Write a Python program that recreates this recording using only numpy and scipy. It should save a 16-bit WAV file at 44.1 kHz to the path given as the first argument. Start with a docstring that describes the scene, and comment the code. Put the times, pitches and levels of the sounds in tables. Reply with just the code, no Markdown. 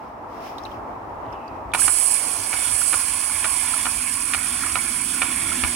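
"""Outdoors, over a distant wash and a little wind, a hand rubs, clicks and squeaks a valve handle.
At about 1.7 seconds the valve of the garden drip line opens: water slams in and hisses through it.
The plastic housing of a fertilizer injector rushes, gurgles and hums as it fills, and its piston
settles into a double knock a little over twice a second. Near 4 seconds the air is out of the housing
and the splashing drops to a trickle, while the hiss, rush and knocks carry on."""
import sys
import numpy as np
from scipy import signal
from scipy.fft import rfft, irfft
from scipy.io import wavfile
from scipy.ndimage import uniform_filter1d

SR = 44100
rng = np.random.default_rng(int(sys.argv[2]) if len(sys.argv) > 2 else 0)


def put_to_file(sound):
    """Save the sound as 16-bit audio at rate SR, in the file named by the first command-line argument."""
    columns = np.atleast_2d(sound).T  # one column per channel
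    safe = np.clip(columns, -1, 1)
    whole_steps = np.round(safe * 32767)
    wavfile.write(sys.argv[1], SR, whole_steps.astype(np.int16))


N = 253575
T = np.arange(N) / SR  # the time of every sample
HZ = np.fft.rfftfreq(N, 1 / SR)  # the frequency of every point in a spectrum
OPEN_S = 1.736  # the valve lets go
SINCE_OPEN_S = np.maximum(T - OPEN_S, 0)
OPENED = np.clip(SINCE_OPEN_S / 0.00047, 0, 1)  # 0 while the valve is shut, then 1


def amp(db):
    """Turns decibels into a number to multiply a sound by."""
    return 10 ** (np.asarray(db) / 20)


def unit(x):
    """Scales a signal to an average (rms) size of 1."""
    return x / np.sqrt(np.mean(x ** 2) + 1e-20)


def over_time(rows):
    """Joins (time, value) rows into a value for every sample."""
    return np.interp(T, *np.transpose(rows))


def over_frequency(rows):
    """Joins (frequency, value) rows into a value for every frequency."""
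    hz, value = np.transpose(rows)
    return np.interp(np.log(HZ + 1), np.log(hz + 1), value)


def add(mix, start_s, sound):
    """Adds a sound to the mix at the given time."""
    part = mix[..., round(start_s * SR):][..., :sound.shape[-1]]
    part += sound[..., :part.shape[-1]]


def wander(hz):
    """A random drift of average size 1, wobbling up to about hz times a second."""
    return unit(irfft(rfft(rng.standard_normal(N)) / np.sqrt(1 + (HZ / hz) ** 4), N))


def noise_pair(likeness):
    """Left and right spectra of white noise: likeness 0 is unrelated, 1 is identical."""
    shared, separate = rfft(rng.standard_normal((2, N)))
    return np.array([likeness * shared + np.sqrt(1 - likeness ** 2) * separate, shared])


def sound_of(spectra):
    """Turns two spectra into stereo sound whose middle has an average size of 1."""
    stereo = irfft(spectra, N)
    return stereo / np.std(stereo.mean(0))


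def pan(db):
    """Left and right gains: positive dB leans left, negative leans right."""
    return amp(np.array([[.5], [-.5]]) * db)


def resonances(modes):
    """How strongly a hollow body passes each frequency, given the notes it rings at."""
    return np.sqrt(sum(amp(db) ** 2 / (1 + 2 * ((HZ - hz) / width) ** 2) ** 2 for hz, width, db in modes))


# The tone of the distant wash. Each row: frequency in Hz, level in dB.
WASH_TONE = [(71, -11.5), (120, -5.5), (144, -14), (284, -2), (362, -6), (524, -5), (892, 2.5), (1340, -8),
             (1460, -15.5), (1860, -18), (2590, -27.5), (3590, -38.5), (5630, -42.5), (7050, -44.5),
             (16000, -51)]
# How alike it is in both ears. Each row: frequency in Hz, likeness from 0 to 1.
WASH_LIKENESS = [(100, 0.97), (400, 0.78), (1000, 0.25), (2500, 0.043), (6000, 0.08)]
# Its level in the mix, turned down once the water runs. Each row: time in seconds, level in dB.
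WASH_MIX_LEVEL = [(0, -38), (.7, -34.5), (1.7, -35), (1.95, -41.5), (2.4, -38.5), (2.9, -44), (4.2, -49.5),
                  (5.75, -46.5)]


def distant_wash(waver_db=0.97):
    """A low outdoor wash that wavers slightly and is turned down in the mix once the water runs."""
    spectra = noise_pair(over_frequency(WASH_LIKENESS)) * amp(over_frequency(WASH_TONE))
    return sound_of(spectra) * amp(over_time(WASH_MIX_LEVEL) + waver_db * wander(5.5))


# The tone of the wind. Each row: frequency in Hz, level in dB.
WIND_TONE = [(15, -40), (30, -13), (43, 3.5), (100, 5.5), (140, -10), (250, -27), (700, -80)]
# The strength of the breeze. Each row: time in seconds, level in dB.
WIND_LEVEL = [(0, -58), (0.95, -48.5), (1.45, -49), (1.72, -41), (2.05, -52), (2.9, -48), (4.3, -46.5),
              (5.2, -49), (5.75, -42)]


def wind(gust_db=2.5, thump_s=5.643):
    """Gusts rumble on the microphone, with one soft thump on the left."""
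    rumble = sound_of(noise_pair(1.0) * amp(over_frequency(WIND_TONE)) * pan(2.5))
    gusts = amp(over_time(WIND_LEVEL) + gust_db * wander(7))
    t = T - thump_s
    thump = amp(-27) * np.exp(-(t / .014) ** 2) * np.cos(2 * np.pi * 66 * t)
    return rumble * gusts + thump * pan(16)


# The tone of the hand rubbing the handle. Each row: frequency in Hz, level in dB.
RUB_TONE = [(1200, -1.5), (2500, 1.5), (4300, -8), (5300, -1.5), (6200, -10), (7500, -17.5), (12000, -14.5),
            (15000, -14)]
# Slides of the hand. Each row: middle in seconds, half the length in seconds, level in dB.
HAND_SLIDES = [(0.02, 0.092, -67), (0.468, 0.036, -49.5), (0.54, 0.23, -57), (1.45, 0.14, -72)]
# Clicks of the handle. Each row: start in seconds, relative level in dB, pitch in Hz.
HANDLE_CLICKS = [(.583, -26.5, 4020), (0.636, -36, 5700), (.652, -29, 4000), (.658, -30.5, 2800),
                 (0.664, -34, 3020), (0.715, -34, 3220), (.742, -39, 2800), (1.319, -52, 11000),
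                 (1.327, -41, 5460), (1.331, -38, 3000), (1.479, -39, 4800), (1.718, -35, 3460)]


def handle(grip_db=-68, slide_edge_s=0.07, ring_s=0.0047, snap_s=0.00038):
    """The hand swishes over the handle, which clicks with a dry snap as it turns."""
    slides = sum(amp(db) * np.clip(.5 + (half_s - abs(T - middle_s)) / slide_edge_s, 0, 1)
                 for middle_s, half_s, db in HAND_SLIDES)
    out = sound_of(noise_pair(0.078) * amp(over_frequency(RUB_TONE))) * (amp(grip_db) + slides)
    t = T[:SR // 20]
    for start_s, db, hz in HANDLE_CLICKS:
        band = signal.butter(1, [hz * 0.94, hz * 0.99], "band", fs=SR)
        noise = rng.standard_normal((2, len(t)))
        ring = amp(db - 5) * np.exp(-t / ring_s) * unit(signal.lfilter(*band, noise))
        snap = amp(db - 13) * np.exp(-t / snap_s) * noise
        add(out, start_s, ring + snap)
    return out


def squeak(start_s=1.28, length_s=0.3, settled_hz=2550, sag_s=0.076, flutter_db=3.0):
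    """The turning handle squeaks once, swelling and fading while its pitch sags and steadies."""
    strain = np.exp(-np.maximum(T - start_s, 0) / sag_s)
    roughness = (.04 + 0.146 * strain) * wander(340)
    pitch_hz = settled_hz * (1 + 0.15 * strain) * (1 + roughness)
    arch_db = -53.5 - 8.5 * (2 * (T - start_s) / length_s - 1) ** 2
    tone = np.sin(2 * np.pi * np.cumsum(pitch_hz) / SR)
    return tone * amp(arch_db + flutter_db * wander(90)) * pan(-10)


def gush(db, fade_s=0.067):
    """The strength of the first gush into the empty housing, dying away after the valve opens."""
    return amp(db) * np.exp(-SINCE_OPEN_S / fade_s)


# The low notes of the filling line. Each row: pitch in Hz, width in Hz, level in dB.
LINE_NOTES = [(190, 104, -9), (255.7, 41, 3), (331, 35, -4)]


def hollow_note(climb_db_per_s=5):
    """The line hums with the first gush, then swells steadily as it fills."""
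    level = np.hypot(gush(-42), amp(-56.5 + climb_db_per_s * SINCE_OPEN_S))
    return sound_of(noise_pair(0.98) * resonances(LINE_NOTES)) * level * OPENED


# The notes of the loose water. Each row: pitch in Hz, width in Hz, level in dB.
SPLASH_NOTES = [(640, 80, -11.5), (920, 170, -0.5), (1029, 61, 3.5)]


def splash(build_db_per_s=9.5, air_out_s=3.85, fade_s=0.065, trickle_db=-50.5, churn_db=2.5):
    """Water gushes in, tumbles harder until the air is out of the housing, then dies to a trickle."""
    build_up = amp(-59 + build_db_per_s * SINCE_OPEN_S)
    tumble = build_up * np.exp(-np.maximum(T - air_out_s, 0) / fade_s)
    level = np.sqrt(gush(-35) ** 2 + tumble ** 2 + amp(trickle_db) ** 2)
    water = sound_of(noise_pair(0.8) * resonances(SPLASH_NOTES) * pan(-2))
    return water * level * amp(churn_db * wander(54)) * OPENED


# Air pockets in the water. Each row: start in seconds, relative level in dB, pitch in Hz.
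AIR_POCKETS = [(1.791, -20.5, 1290), (1.818, -20, 1610), (2.816, -19, 1400), (3.2979, -25.5, 1450),
               (3.7369, -18, 1340), (3.7632, -25, 1110), (4.635, -17.5, 1380), (4.666, -22.5, 1210),
               (5.5182, -19.5, 1360)]


def glugs(swell_s=0.0019):
    """Each air pocket rings briefly as it is squeezed through."""
    out, t = np.zeros(N), T[:SR // 20]
    swell_and_fade = t / swell_s * np.exp(1 - t / swell_s)
    for start_s, db, hz in AIR_POCKETS:
        tone = np.sin(2 * np.pi * (hz * t + rng.random()))
        add(out, start_s, amp(db - 3) * swell_and_fade * tone)
    return out * pan(-5)


# The notes of the filled housing. Each row: pitch in Hz, width in Hz, level in dB.
HOUSING_NOTES = [(637, 43, -11.5), (720, 92, -10), (995, 39, -0.5), (1103, 76, 1), (1246, 51, -5.5),
                 (1428, 178, -2.5), (1698, 85, -1), (1897, 70, -3.5), (2236, 170, 2.5), (2480, 230, -3),
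                 (2630, 600, -8), (3380, 360, -5)]


def rush(grain_db=2, churn_db=2.4, fill_db_per_s=0.91, drive_db=1.5, ease_s=0.2):
    """Swirling water stirs each note of the housing in its own uneven bursts, louder as it fills."""
    shared_grain_db = grain_db * wander(660)
    spectra = 0
    for note in HOUSING_NOTES:
        noise = irfft(noise_pair(0.58), N)
        bursts = amp(shared_grain_db + churn_db * wander(6.1))
        spectra += rfft(noise * bursts) * resonances([note])
    # The rush swells on every second stroke, when the piston is driven.
    driven = np.searchsorted([row[0] for row in PISTON_STROKES], T) % 2
    swell = uniform_filter1d(driven.astype(float), round(ease_s * SR))
    level = amp(-37.5 + fill_db_per_s * SINCE_OPEN_S + drive_db * swell)
    return sound_of(spectra * pan(-4)) * level * OPENED


# Echoes off a pile of stones. Each row: left delay in seconds, right delay in seconds, level in dB.
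STONE_ECHOES = [(.0021, .0026, -21), (.0049, .0043, -21), (.0083, .0091, -22), (.0152, .0137, -24)]


def stone_echoes(spectra):
    """Quick echoes, a little different on each side, boost some frequencies and weaken others."""
    echoes = sum(amp(db) * np.exp(-2j * np.pi * HZ * np.array([[left_s], [right_s]]))
                 for left_s, right_s, db in STONE_ECHOES)
    return spectra * (1 + echoes)


def fizz(likeness, sputter_db, flutter_db, left_lag_s):
    """Spectra of noise that sputters as tiny bubbles collapse, reaching the right side first."""
    force = amp(sputter_db * np.clip(wander(570), -2, 2) + flutter_db * wander(32))
    spectra = rfft(irfft(noise_pair(likeness), N) * force)
    spectra[0] *= np.exp(-2j * np.pi * HZ * left_lag_s)
    return spectra


# The tone of the fizz in the hose. Each row: frequency in Hz, level in dB.
SPRAY_TONE = [(2000, -18.5), (3100, 3.5), (3600, -45), (4100, 2.5), (4700, 4.5), (5400, 4.5), (6000, 2),
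              (7500, 4), (10500, -4), (12000, -3), (13700, -13.5), (14600, -3), (15600, -8)]


def spray(settled_jet_db=-24.5, surge_share=0.49):
    """The jet breaks up inside the hose with a wider fizz that partly follows its surges."""
    noise = fizz(likeness=.5, sputter_db=1.0, flutter_db=1.32, left_lag_s=0.000314)
    spectra = noise * amp(over_frequency(SPRAY_TONE)) * pan(-2)
    surge_db = over_time(JET_LEVEL) - settled_jet_db
    return sound_of(stone_echoes(spectra)) * amp(-36.5 + surge_share * surge_db) * OPENED


# The jet surges while air leaves the line, then settles. Each row: time in seconds, relative level in dB.
JET_LEVEL = [(1.745, -26.5), (1.77, -31.5), (1.805, -18.5), (1.86, -17), (1.885, -21), (1.91, -19.5),
             (2.13, -19.5), (2.22, -25.5), (2.42, -28), (2.53, -26.5), (2.6, -24.5), (2.9, -20.5),
             (3.02, -24.5), (3.43, -25.5), (3.5, -23.5), (3.95, -26.5), (5.75, -26.5)]
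# The tone of its hiss. Each row: frequency in Hz, level in dB.
JET_TONE = [(3000, -75), (5500, -25), (6900, -24), (7500, -9.5), (8100, -4.5), (8900, -3), (9400, -3),
            (10000, -3.5), (10700, -6.5), (11400, -18.5), (12300, -22), (13500, -30), (16000, -40)]
# The narrow notes of the hollow inside the valve. Each row: pitch in Hz, width in Hz, level in dB.
VALVE_NOTES = [(8900, 90, -11), (9280, 87, 4), (9220, 100, -20.5), (9720, 200, -8), (10550, 83, -16),
               (11460, 170, -1.5)]


def jet():
    """Tiny bubbles collapse in the valve's jet (cavitation): a high hiss, tinted by the valve's hollow."""
    noise = fizz(likeness=.9, sputter_db=1.5, flutter_db=.5, left_lag_s=0.00029)
    tone = amp(over_frequency(JET_TONE)) * (1 + resonances(VALVE_NOTES))
    hiss = sound_of(stone_echoes(noise * tone * pan(-23)))
    return hiss * amp(over_time(JET_LEVEL) - 0.42) * OPENED


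# The piston flips, then lands in its seat. Each row: start in seconds, flip level in dB,
# brightness in dB, wait until the landing in seconds, landing level in dB.
PISTON_STROKES = [(1.736, -21.5, 4, .011, -17.5), (1.879, -20.5, -0.5, .004, -31),
                  (2.529, -26, 2, 0.0074, -26.5), (2.93, -22.5, -0.5, 0.0099, -24.5),
                  (3.443, -20.5, 0.8, 0.01, -26.5), (3.854, -23, 1.5, 0.012, -24),
                  (4.3353, -21.5, 6.5, .0105, -21.5), (4.755, -19, 0.5, .012, -26.5),
                  (5.2187, -19, 3, 0.01, -24), (5.6364, -19.5, 3, 0.011, -26)]


def piston_blows(cushion_db=4):
    """Gives (start, treble dB, bass dB) for each flip and its landing, which water cushions and dulls."""
    for start_s, flip_db, bright_db, wait_s, land_db in PISTON_STROKES:
        yield start_s, flip_db + bright_db, flip_db - bright_db
        land_bright_db = bright_db - cushion_db
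        yield start_s + wait_s, land_db + land_bright_db, land_db - land_bright_db


# The notes of the struck shell. Each row: pitch in Hz, relative level in dB, seconds to fade by 60 dB.
SHELL_NOTES = [(297, -9.5, 0.018), (557, -15.5, 0.029), (758, -6, 0.017), (985, -13, 0.067),
               (1214, -3.5, 0.034), (1414, -3, 0.04), (1820, -5, 0.024), (2317, -5.5, 0.042),
               (2426, 4.5, 0.0099), (2883, -13, 0.045), (3450, -51, .02)]


def piston_knocks(rise_s=0.00071, crack_s=0.0062, rumble_s=0.031, stereo_spread=0.47):
    """Each blow of the piston rings the plastic shell with a dry crack, and the water inside rumbles on."""
    out, t = np.zeros((2, N)), T[:SR // 6]
    hz, db, fade_s = np.transpose(SHELL_NOTES)[:, :, None]
    crack_band = signal.butter(2, [1200, 3600], "band", fs=SR, output="sos")
    rumble_band = signal.butter(2, [700, 1600], "band", fs=SR, output="sos")
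    attack = 1 - np.exp(-t / rise_s)
    for start_s, treble_db, bass_db in piston_blows():
        detune, phase, left_shift = rng.standard_normal((3, len(SHELL_NOTES), 1))
        phases = 2 * np.pi * phase + np.array([stereo_spread * left_shift, np.zeros_like(left_shift)])
        tones = np.sin(2 * np.pi * hz * (1 + 0.02 * detune) * t + phases)
        struck_db = db + 5 + np.interp(hz, [1400, 2200], [bass_db, treble_db])
        ring = (amp(struck_db - 60 * t / fade_s) * tones).sum(1)
        noise = rng.standard_normal((2, len(t)))
        crack = amp(treble_db - 3) * np.exp(-t / crack_s) * unit(signal.sosfilt(crack_band, noise))
        rumble = amp(bass_db - 11) * np.exp(-t / rumble_s) * unit(signal.sosfilt(rumble_band, noise))
        add(out, start_s, (ring + rumble + crack) * attack)
    return out * pan(-5)


def scene():
    """Adds up the outdoor background, the hand, the water and the piston."""
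    water = jet() + spray() + rush() + splash() + hollow_note() + glugs()
    return distant_wash() + wind() + handle() + squeak() + water + piston_knocks()


def record(dry, lowest_hz=38, highest_hz=16050):
    """The microphone cuts the deepest rumble, then the recorder cuts the highest treble."""
    low_cut = signal.butter(4, lowest_hz, "high", fs=SR, output="sos")
    high_cut = signal.firwin(511, highest_hz, window=("kaiser", 9), fs=SR)
    return signal.oaconvolve(signal.sosfilt(low_cut, dry), high_cut[None], "same")


dry = scene()
out = record(dry)
put_to_file(out)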